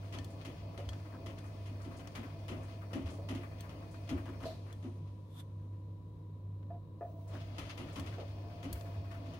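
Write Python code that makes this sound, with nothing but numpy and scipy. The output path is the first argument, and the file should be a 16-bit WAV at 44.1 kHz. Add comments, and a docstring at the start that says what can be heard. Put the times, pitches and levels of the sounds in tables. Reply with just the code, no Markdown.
"""Wet laundry slaps and thumps in a front-loading washing machine, heard near its door in a small room.
Slaps are noise bursts with droplet grains; thumps, churning water and suds are coloured noise; the drum's
jolts and the ticks of buttons or the machine itself ring modes. Two close sines make the slowly beating hum.
The drum stops near 4.5 s, the suds settle, and around two jolts the motor starts it the other way near 7 s."""
import sys
import numpy as np
from scipy import signal
from scipy.fft import rfft, irfft, next_fast_len
from scipy.io import wavfile
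from scipy.ndimage import uniform_filter1d

SR = 44100
rng = np.random.default_rng(int(sys.argv[2]) if len(sys.argv) > 2 else 0)


def store_wav(level_fs):
    """Save 16-bit WAV to argv[1]."""
    pcm = np.round(np.clip(np.atleast_2d(level_fs), -1, 1) * 32767)
    wavfile.write(sys.argv[1], SR, pcm.T.astype(np.int16))


N = 414099
TIME = np.arange(N) / SR

# wet cloth falling in the drum; the faint hit at 3.692 may be a tick on the door:
# start_s, slap_db (nominal peak), thump_db (peak)
FALLS = [(.125, -45.5, -44), (.448, -45, -42.5), (.776, -48.5, -60), (1.261, -47, -50),
         (1.659, -53.5, -46.5), (1.845, -55, -37), (1.992, -54, -52), (2.152, -43.5, -39.5),
         (2.482, -43, -34.5), (2.931, -43, -31), (3.057, -51, -44.5), (3.287, -42.5, -33.5),
         (3.348, -48, -71), (3.692, -53, -64), (4.090, -42.5, -29.5), (4.255, -55, -39), (4.403, -54, -40),
         (4.430, -49, -51), (4.825, -56, -38), (7.335, -55.5, -47), (7.582, -41.5, -59),
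         (7.775, -44.5, -40.5), (7.815, -55.5, -52), (7.958, -44, -39), (8.06, -49.5, -52),
         (8.628, -46.5, -35), (9.113, -53.5, -56), (9.258, -61, -49), (9.335, -55, -55)]
# one run of the drum each way: power_on_s, power_off_s
POWER = [(-2, 4.48), (6.95, 10)]
# level of each run: brush_db (relative), rumble_db, churn_db, suds_db (before the swish)
RUNS = [(-4, -62.5, -57.5, -73), (-10, -62, -56.5, -70)]
SPIN_UP_S, COAST_S = 0.15, 0.23  # linear rise, exponential fade
BREAK_LOOSE_S, LOOSEN_S = 0.315, 0.06  # the drum turns a little before the load gives way


def slaps(hard_rise_s=0.000099, hard_db=-42, hold_s=0.0048, smack_t60_s=0.18,
          wash_rise_s=0.014, wash_t60_s=0.35, wash_db=-6, crest_db=20.5):
    """Wet cloth hits with a smack of droplets, then a duller wash; light falls land more softly."""
    # spray: freq_hz, level_db
    spray_colour = [(300, -12.5), (1100, 7), (1580, -3), (2050, 4.5), (3150, 4.8), (3800, -1.5), (4700, -5),
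                    (6700, -6.5), (7500, -12.5), (10000, -9.5), (16000, -24)]
    out, t = np.zeros((2, N)), np.arange(SR // 2) / SR
    for start_s, db, _ in FALLS:
        rise_s = hard_rise_s * undb(hard_db - db)
        smack = 1.1 * (grains(len(t), 3000, scatter_db=2.1) + noise(len(t)))
        smack *= (1 - np.exp(-t / rise_s)) * undb(-60 * np.maximum(t - hold_s, 0) / smack_t60_s)
        wash_rise = 1 - np.exp(-t / wash_rise_s)
        wash = colour(noise(len(t)), [(3000, 10.0), (4500, -2.0), (8000, 2.5)])
        wash *= wash_rise * undb(wash_db - 60 * t / wash_t60_s)
        ragged = undb(2.7 * walk(95)[:len(t)] * wash_rise)  # the water runs off in spurts
        slap = unit(spread(colour((smack + wash) * ragged, spray_colour)))
        add(out, start_s, slap * undb(db - crest_db))
    return cavity(out)


def thumps(lag_s=0.015, swell_s=0.02, tail_s=0.097):
    """The bundle's weight lands after its wet edge: a swelling noise burst that booms in the tub."""
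    # tub: freq_hz, level_db
    tub_colour = [(60, -19.5), (210, -11.5), (255, -0.5), (285, 1), (315, -12), (345, -4.5), (420, -24.5),
                  (600, -23.5), (8000, -75)]
    out, t = np.zeros((2, N)), np.arange(SR // 2) / SR
    for start_s, _, db in FALLS:
        envelope = t / swell_s * np.exp(-t / swell_s) + 0.2 * np.exp(-t / tail_s)
        blow = spread(colour(noise(len(t)) * envelope, tub_colour))
        add(out, start_s + lag_s, peak(blow, db))
    return from_right(out)


def water(surge_db=5, surge_s=1, swish_db=2.6, gurgle_db=-71.5):
    """Water churns, gurgles low behind the door, and the suds swish; each fall stirs them up."""
    # churning water: freq_hz, level_db
    churn_colour = [(25, -7.5), (175, -2), (205, -6.5), (280, 4), (420, -8.5), (560, -3), (760, -12),
                    (1130, -16), (1500, -35.5), (8000, -68.5)]
    # suds: freq_hz, level_db
    suds_colour = [(600, -8), (1100, 1), (1500, -3), (2800, 1), (3900, -4), (6800, -11), (7500, -21),
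                   (9600, -16), (11500, -25), (16000, -31)]
    # gurgle: freq_hz, level_db
    gurgle_colour = [(500, -12), (1100, 0), (2200, -7), (4500, -26)]
    churn = unit(spread(colour(noise(), churn_colour))) * undb(2 * walk(22))
    fizz = noise() + 1.8 * splashes() * grains(N, 4000, scatter_db=2)
    foam = unit(cavity(spread(colour(fizz, suds_colour))))
    lapping = noise() * splashes(rate=11)  # small waves slap the drum
    gurgle = unit(cavity(spread(colour(lapping, gurgle_colour)))) * undb(gurgle_db)
    out, swish = 0, walk(16)
    for (on_s, off_s), (_, _, churn_db, suds_db) in zip(POWER, RUNS):
        # the first turn drags the soaked load through the suds: louder and more even
        drag = np.exp(-np.maximum(TIME - on_s - BREAK_LOOSE_S, 0) / surge_s)
        suds = foam * undb(suds_db + surge_db * drag + swish_db * swish * (1 - drag))
        out = out + stirring(on_s, off_s) * (churn * undb(churn_db) + gurgle + suds)
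    return out


def strokes(rise_s=0.0022, fade_s=0.037):
    """A fold of sudsy cloth wipes the foam on the door glass: a short, bright fizz."""
    # wipes: start_s, level_db (rms before the envelope)
    wipes = [(0.299, -70), (1.452, -71), (1.815, -69.5), (1.965, -65.5), (2.629, -69), (3.101, -64.5),
             (3.133, -68), (3.91, -68), (7.275, -69), (7.924, -66)]
    # fizz: freq_hz, level_db
    stroke_colour = [(2000, -19), (5000, -1), (6700, 3), (7500, -1), (10000, 0.5), (14500, -22)]
    out, t = np.zeros((2, N)), np.arange(SR // 5) / SR
    for start_s, db in wipes:
        droplets = noise(len(t)) + 0.82 * grains(len(t), 3000, scatter_db=3)
        fizz = unit(colour(droplets, stroke_colour))
        add(out, start_s, fizz * (1 - np.exp(-t / rise_s)) * np.exp(-t / fade_s) * undb(db))
    return cavity(out)


def gulps(count=60, length_s=0.045, scatter=0.24, fade_s=0.0016, rise_per_s=3):
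    """Air gulps out from under the cloth as a froth of short-lived bubbles, each rising in pitch."""
    # air pockets: start_s, level_db (nominal peak), pitch_hz
    pockets = [(.915, -54, 1010), (1.124, -49, 1180), (2.255, -50, 1030), (3.06, -49, 1050),
               (4.257, -45.5, 1080), (4.404, -42.5, 940), (7.333, -47, 1090), (7.96, -44, 910)]
    out, t = np.zeros((2, N)), np.arange(SR // 20) / SR
    for start_s, db, hz in pockets:
        froth = np.zeros((2, SR // 2))
        for _ in range(count):
            bubble_hz = hz * np.exp(scatter * rng.standard_normal())
            phase = 2 * np.pi * bubble_hz * t * (1 + rise_per_s * t / 2) + rng.random((2, 1))
            ping = np.sin(phase) * np.exp(-t / fade_s)
            add(froth, length_s * rng.random(), ping * rng.random())
        add(out, start_s, peak(froth, db + 0.5))
    return cavity(out * undb([[2], [-2]]))


def squelch():
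    """The settling load squeezes air through the foam: a swelling hiss, pitched by its escape gap."""
    # squeezes: crest_s, level_db, hiss_db, gap_hz, gap_t60_s, swell_s, fade_s
    squeezes = [(4.458, -56.5, -11, 4140, 0.0029, 0.0064, 0.072),
                (5.404, -57.5, 1, 3500, 0.011, 0.04, 0.011)]
    # hiss: freq_hz, level_db
    hiss_colour = [(1300, -3), (2800, -18), (4500, -15), (7500, -14), (12500, -10), (14500, -35)]
    out, hiss = 0, unit(colour(noise(), hiss_colour))
    for crest_s, db, hiss_db, gap_hz, gap_t60_s, swell_s, fade_s in squeezes:
        gap = unit(resonate(noise(), [(gap_hz, 0, gap_t60_s)]))
        envelope = np.exp(-np.maximum((crest_s - TIME) / swell_s, (TIME - crest_s) / fade_s))
        out = out + unit(gap + hiss * undb(hiss_db)) * undb(db) * envelope
    return out


def jolts(grate_s=0.031, chatter=0.064, judder=0.018, judder_wander=0.071, focus_db=9,
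          bounce_s=0.039, bounce=0.42):
    """The jolted drum judders, grates and bounces once; each contact rings its modes."""
    # jolts, the place struck favouring a pitch: start_s, peak_db, favoured_hz
    knocks = [(.785, -41.5, 560), (3.185, -41, 559), (4.455, -32, 645), (6.703, -40.5, 686),
              (7.010, -34.5, 678), (8.183, -36, 532)]
    # drum modes: freq_hz, level_db, t60_s
    drum = [(375, -1, 0.08), (465, -3, 0.06), (574, -4, 0.06), (655, -5, 0.075), (690, -6, 0.09),
            (830, -11, 0.05), (1206, -10, 0.045), (1720, -9.5, 0.05), (2450, -13, 0.035)]
    body_colour = [(200, -5), (480, 2.5), (1750, 0), (2500, -6), (3600, -28)]
    out, t = np.zeros((2, N)), np.arange(SR // 3) / SR
    for start_s, db, favoured_hz in knocks:
        for lag_s, size in [(0, 1), (bounce_s, bounce)]:
            wander = judder_wander * np.cumsum(rng.standard_normal(len(t)))
            slipping = np.sin(2 * np.pi * favoured_hz * t + wander)
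            push = chatter * rng.standard_normal(len(t)) + judder * slipping
            push *= np.exp(-(t / grate_s) ** 2)
            push[0] += 1  # the contact itself
            knock = resonate(push[None], modes_struck(drum, favoured_hz, focus_db))
            add(out, start_s + lag_s, size * peak(colour(knock, body_colour), db))
    return out


def ticks(crack_s=0.0041, tail_db=-21, tail_t60_s=0.64, scatter_db=2, focus_db=8, pan_db=5):
    """A button, zip or the machine itself clicks or knocks: a crack, ringing modes and a short room tail."""
    # hits; 6.629 is a faint dull knock while the drum rests, perhaps a relay:
    # start_s, peak_db, hardness_db (treble), ring_db, favoured_hz
    hits = [(0.1862, -38.5, -9, -11, 3200), (0.245, -42.5, 7, -12, 4300), (0.89, -37, -5, -9, 3370),
            (0.932, -45, -24, -15, 3700), (1.386, -49, -1, -16, 3300), (2.0737, -42, -11, -19, 2000),
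            (3.6073, -42, 15, -2, 5960), (4.7273, -46, 10, -9, 3270), (6.629, -62, -36, -25, 1820),
            (7.997, -39, 3, -13, 2900), (8.7282, -33, 16.5, -15, 8400), (8.81, -41.5, -10, -19, 1800)]
    # door modes: freq_hz, level_db, t60_s
    door = [(1810, 2, 0.18), (3130, 6.5, 0.029), (3380, 9.5, 0.055), (4350, 7, 0.037), (6340, 2, 0.028),
            (8320, 0.5, 0.04)]
    out, t = np.zeros((2, N)), np.arange(SR // 4) / SR
    for start_s, db, hard_db, ring_db, favoured_hz in hits:
        crack = noise(len(t)) * (np.exp(-t / crack_s) + undb(tail_db - 60 * t / tail_t60_s))
        modes = []
        for hz, mode_db, t60_s in modes_struck(door, favoured_hz, focus_db):
            detune = 1 + 0.0081 * rng.standard_normal()
            modes.append((hz * detune, mode_db + scatter_db * rng.standard_normal(), t60_s))
        hardness = [(500, 8.0), (2500, 0.84), (6000, 4.5 + min(hard_db, 0) / 2), (13000, hard_db - 7.5)]
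        tick = colour(crack + undb(ring_db) * ring(modes, t), hardness)
        add(out, start_s, peak(tick * undb([[pan_db / 2], [-pan_db / 2]]), db))
    return out


def bumps(hz=82, swell_s=0.018):
    """The sprung tub bumps its dampers and the cabinet answers with a short, deep boom."""
    # bumps: start_s, level_db (nominal)
    swings = [(0.868, -34.5), (3.038, -27.5), (4.127, -31), (7.995, -33), (8.126, -33), (8.724, -33),
              (8.967, -33)]
    out, t = np.zeros((2, N)), np.arange(SR // 4) / SR
    for start_s, db in swings:
        boom = np.sin(2 * np.pi * hz * (1 + 0.084 * rng.standard_normal()) * t)
        add(out, start_s, boom * t / swell_s * np.exp(1 - t / swell_s) * undb(db - 5.0))
    return out


def rocking(rest_db=-57.5, stirred_db=-56.5):
    """The tub rocks on its springs: deep noise, stronger while the water is stirred."""
    # rocking: freq_hz, level_db
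    rock_colour = [(20, -50), (48, 8.5), (82, 14.5), (105, 15.5), (140, -1), (220, -42)]
    motion = sum(stirring(on_s, off_s) for on_s, off_s in POWER)
    return unit(spread(colour(noise(), rock_colour))) * np.hypot(undb(rest_db), motion * undb(stirred_db))


def motor():
    """The motor whines and the drum rumbles on its bearing; extra tones sound in the first run only."""
    # whine: time_s, pitch_hz, level_db (rms)
    whine_track = [(0, 664, -65), (4.5, 671, -69), (7.1, 660, -63), (7.55, 656, -71), (7.97, 693, -63),
                   (8.35, 694, -72), (8.6, 692, -58.5), (9.39, 669, -60)]
    # forward tones: freq_hz, level_db (rms)
    motor_tones = [(2020, -82.5), (2145, -84.5), (2445, -82)]
    # bearing rumble: freq_hz, level_db
    rumble_colour = [(250, -26.5), (470, -0.5), (520, -3), (625, 3), (680, 10), (730, -10), (1150, -16.5),
                     (1600, -37), (6000, -84.5)]
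    rumble = unit(spread(colour(noise(), rumble_colour))) * undb(0.66 * walk(24))
    tones = sum(tone(hz + 4 * walk(30)) * undb(db + 0.47 * walk(12)) for hz, db in motor_tones)
    point_s, point_hz, point_db = np.transpose(whine_track)
    whine = tone(np.interp(TIME, point_s, point_hz) + 6 * walk(60))
    whine = whine * undb(np.interp(TIME, point_s, point_db) + 1.6 * walk(6.6))
    out = tones * running(*POWER[0], SPIN_UP_S, COAST_S)
    for (on_s, off_s), (_, rumble_db, _, _) in zip(POWER, RUNS):
        speed = running(on_s, off_s, SPIN_UP_S, COAST_S)
        out = out + speed * from_right(whine + rumble * undb(rumble_db))
    return out


def brushes(base_db=-71.0, fade_s=0.86):
    """The motor's brushes hiss, and hiss on while it coasts; quieter backwards."""
    # brush hiss: freq_hz, level_db
    brush_colour = [(2200, -6), (2500, -2), (3000, -5), (6800, -8), (7400, -20), (8300, -9), (9700, -7),
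                    (10800, -19)]
    hiss = unit(cavity(spread(colour(noise(), brush_colour)))) * undb(base_db + 1.3 * walk(21))
    return sum(running(on_s, off_s, SPIN_UP_S, fade_s) * hiss * undb(brush_db)
               for (on_s, off_s), (brush_db, _, _, _) in zip(POWER, RUNS))


def drum_wall(level_db=-74, waver_db=1.6):
    """The load sliding over the drum's thin steel wall keeps its modes singing."""
    # wall modes: freq_hz, level_db, t60_s
    wall_modes = [(1734, -4.5, 0.098), (2477, 3.5, 0.04), (4390, 1, 0.029), (4770, -2, 0.033),
                  (5460, -2.5, 0.03)]
    singing = unit(sum(resonate(noise(), [mode]) * undb(waver_db * walk(15)) for mode in wall_modes))
    sliding = sum(running(on_s + BREAK_LOOSE_S, off_s, LOOSEN_S, COAST_S) for on_s, off_s in POWER)
    return sliding * singing * undb(level_db) * undb([[2], [-2]])


def inverter(pitch_hz=15732, hiss_db=-85, tone_db=-94, fade_s=0.032):
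    """The powered inverter gives a narrow, high hiss and an unsteady tone."""
    # hiss: freq_hz, level_db
    inverter_colour = [(1000, -54), (14200, -27), (14700, -10), (15750, -7), (16000, -34)]
    hiss = unit(spread(colour(noise(), inverter_colour))) * undb(hiss_db)
    whistle = tone(pitch_hz + 7 * walk(50)) * undb(tone_db + 3 * walk(10))
    powered = sum(running(on_s, off_s, SPIN_UP_S, fade_s) for on_s, off_s in POWER)
    return powered * (hiss + whistle)


def hum(mains_hz=99.88, beat_s=0.812, crest_s=4.94, mains_db=-46.5, pump_db=-57):
    """A mains tone beats with a source just under it, probably the pump; steady tones lie on top."""
    # machine tones: freq_hz, level_db (mean)
    steady_tones = [(155.5, -61.5), (311, -69.5), (986, -73.5)]
    mains_phase = 2 * np.pi * mains_hz * TIME
    slip = 2 * np.pi * (TIME - crest_s) / beat_s
    mains = undb(mains_db) * np.sin(mains_phase)
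    pump = undb(pump_db) * np.sin(mains_phase - slip)
    tones = sum(tone(hz + 1.574 * walk(14)) * undb(db + walk(11)) for hz, db in steady_tones)
    return (np.sqrt(2) * (mains + pump) + tones) * undb([[-.25], [.25]])


def background(whirr_db=-77.5, air_db=-56.5):
    """A steady whirr in two bands of noise, and the still air of the room."""
    # still air: freq_hz, level_db
    still_colour = [(88, -28.5), (150, 1.5), (213, -9.5), (314, -9), (366, -17), (519, -15), (844, -35.5),
                    (966, -25.5), (1200, -46), (4000, -50), (15500, -96)]
    whirr_colour = [(600, -41.5), (920, -9.0), (1080, -7.5), (1600, -43.5),
                    (3500, -40.0), (3870, -23.0), (4400, -44.0)]
    whirr = unit(spread(colour(noise(), whirr_colour)))
    air = unit(spread(colour(noise(), still_colour)))
    return undb(whirr_db) * whirr + undb(air_db) * air


def running(start_s, stop_s, rise_s, fade_s):
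    """Envelope that rises from start, holds, and dies away after stop."""
    return np.clip((TIME - start_s) / rise_s, 0, 1) * np.exp(-np.maximum(TIME - stop_s, 0) / fade_s)


def stirring(on_s, off_s, settle_s=0.57):
    """Motion of the water in one run: starts as the load breaks loose, comes to rest slowly."""
    return running(on_s + BREAK_LOOSE_S, off_s, LOOSEN_S, settle_s) * slosh()


def slosh(gain_db=47.5, fade_s=0.14):
    """How far the falls have stirred up the water: each adds a wave that dies away."""
    kicks = np.zeros(N)
    for start_s, slap_db, _ in FALLS:
        kicks[int(start_s * SR)] = undb(slap_db + gain_db)
    return 1 + signal.lfilter([1], [1, -np.exp(-1 / (fade_s * SR))], kicks) / 2


def splashes(rate=14, fade_s=0.031, rise_s=0.00068):
    """Envelope of small splashes at random moments (rate per s), swelling quickly and dying away."""
    chance = rng.random((N, 2)).T
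    t = np.arange(SR // 3) / SR
    splash = (1 - np.exp(-t / rise_s)) * np.exp(-t / fade_s)
    return signal.fftconvolve((chance[0] < rate / SR) * chance[1], splash)[:N]


def grains(size, rate, scatter_db):
    """Tiny droplet and bubble bursts (rate per s), a few much larger than the rest."""
    chance = rng.random((size, 2)).T
    sizes = undb(scatter_db * np.minimum(-np.log(1 - chance[1]), 5))
    return unit(noise(size) * (chance[0] < rate / SR) * sizes)


def cavity(pair, t60_s=0.09, echo_db=-6):
    """Dense reflections between drum and door glass colour the upper range."""
    t = np.arange(SR // 8) / SR
    echoes = colour(noise(len(t)) * undb(-60 * t / t60_s), [(400, -24.5), (1200, -4.0)])
    echoes *= undb(echo_db) / np.linalg.norm(echoes[0])
    return pair + signal.fftconvolve(pair, echoes, axes=1)[:, :N]


def from_right(pair, lag_s=0.00014):
    """The tub radiates from the right, so its sound reaches the left side later."""
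    return np.array([np.interp(TIME - lag_s, TIME, pair[0]), pair[1]])


def modes_struck(modes, favoured_hz, focus_db):
    """A blow rings most the modes near its favoured pitch."""
    return [(hz, db - focus_db * np.sqrt(abs(np.log2(hz / favoured_hz))), t60_s) for hz, db, t60_s in modes]


def ring(modes, t):
    """Impulse response of a set of modes; higher ones reach the two sides in different phase."""
    out = 0
    for hz, db, t60_s in modes:
        phase = min(hz / 1800, .8) * rng.standard_normal((2, 1))
        out = out + undb(db - 60 * t / t60_s) * np.sin(2 * np.pi * hz * t + phase)
    return out


def resonate(pair, modes):
    """Drive a set of modes with a force."""
    return signal.fftconvolve(pair, ring(modes, np.arange(SR // 4) / SR), axes=1)[:, :pair.shape[1]]


def spread(pair):
    """Two unrelated signals to stereo: shared bass, diffuse treble that leans left."""
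    # width: freq_hz, side_minus_mid_db
    width = [(60, -22.5), (200, -15.5), (380, -8.5), (700, -6.5), (1200, 3), (15000, -1.5)]
    # lean: freq_hz, left_minus_right_db
    lean = [(700, 1.23), (1290, 8.8), (2400, 6.7), (4400, 8.7), (8100, 1.2), (15000, 1)]
    mid, side = pair[0], colour(pair[1], width)
    return np.array([colour(mid + side, lean, 0.49), colour(mid - side, lean, -0.41)])


def colour(x, points, depth=1):
    """Causal minimum-phase filter with a spectrum of (Hz, dB) points."""
    size = 2 * next_fast_len(x.shape[-1] // 2 + 1, real=True)
    hz, db = np.transpose(points)
    freqs = np.maximum(np.arange(size // 2 + 1) * SR / size, 1)
    gain = undb(depth * np.interp(np.log(freqs), np.log(hz), db))
    cepstrum = irfft(np.log(gain))[:size // 2]
    response = np.exp(2 * rfft(cepstrum, size) - cepstrum[0])
    return irfft(rfft(x, size) * response, size)[..., :x.shape[-1]]


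def noise(size=N):
    """Two channels of white noise."""
    return rng.standard_normal((size, 2)).T


def walk(rate):
    """Slow random wander of rms near 1, with rate new values per s."""
    hold = int(SR / rate)
    steps = np.repeat(rng.standard_normal(N // hold + 1), hold)
    return unit(uniform_filter1d(uniform_filter1d(steps, hold), hold)[:N])


def tone(hz):
    """A sine of rms 1 on a moving pitch."""
    return np.sqrt(2) * np.sin(2 * np.pi * np.cumsum(hz) / SR)


def undb(db):
    """Decibels to gain."""
    return 10 ** (np.asarray(db) / 20)


def unit(x):
    """Scale so that the centre of the stereo image has rms 1."""
    return x / np.std(np.atleast_2d(x).mean(axis=0))


def peak(x, db):
    """Scale the centre of the stereo image to a peak level."""
    return x * undb(db) / np.abs(x.mean(axis=0)).max()


def add(track, start_s, sound):
    """Mix a sound into the track."""
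    start = max(int(start_s * SR), 0)
    track[..., start:start + sound.shape[-1]] += sound[..., :N - start]


def scene():
    """All parts of the machine together."""
    laundry = slaps() + thumps() + water() + strokes() + gulps() + squelch()
    knocks = jolts() + ticks() + bumps()
    drive = rocking() + motor() + brushes() + drum_wall() + inverter()
    return laundry + knocks + drive + hum() + background()


def record(dry):
    """The recorder cuts the top steeply above 15.9 kHz."""
    return signal.sosfilt(signal.ellip(10, .2, 70, 15900, fs=SR, output="sos"), dry)


dry = scene()
out = record(dry)
store_wav(out)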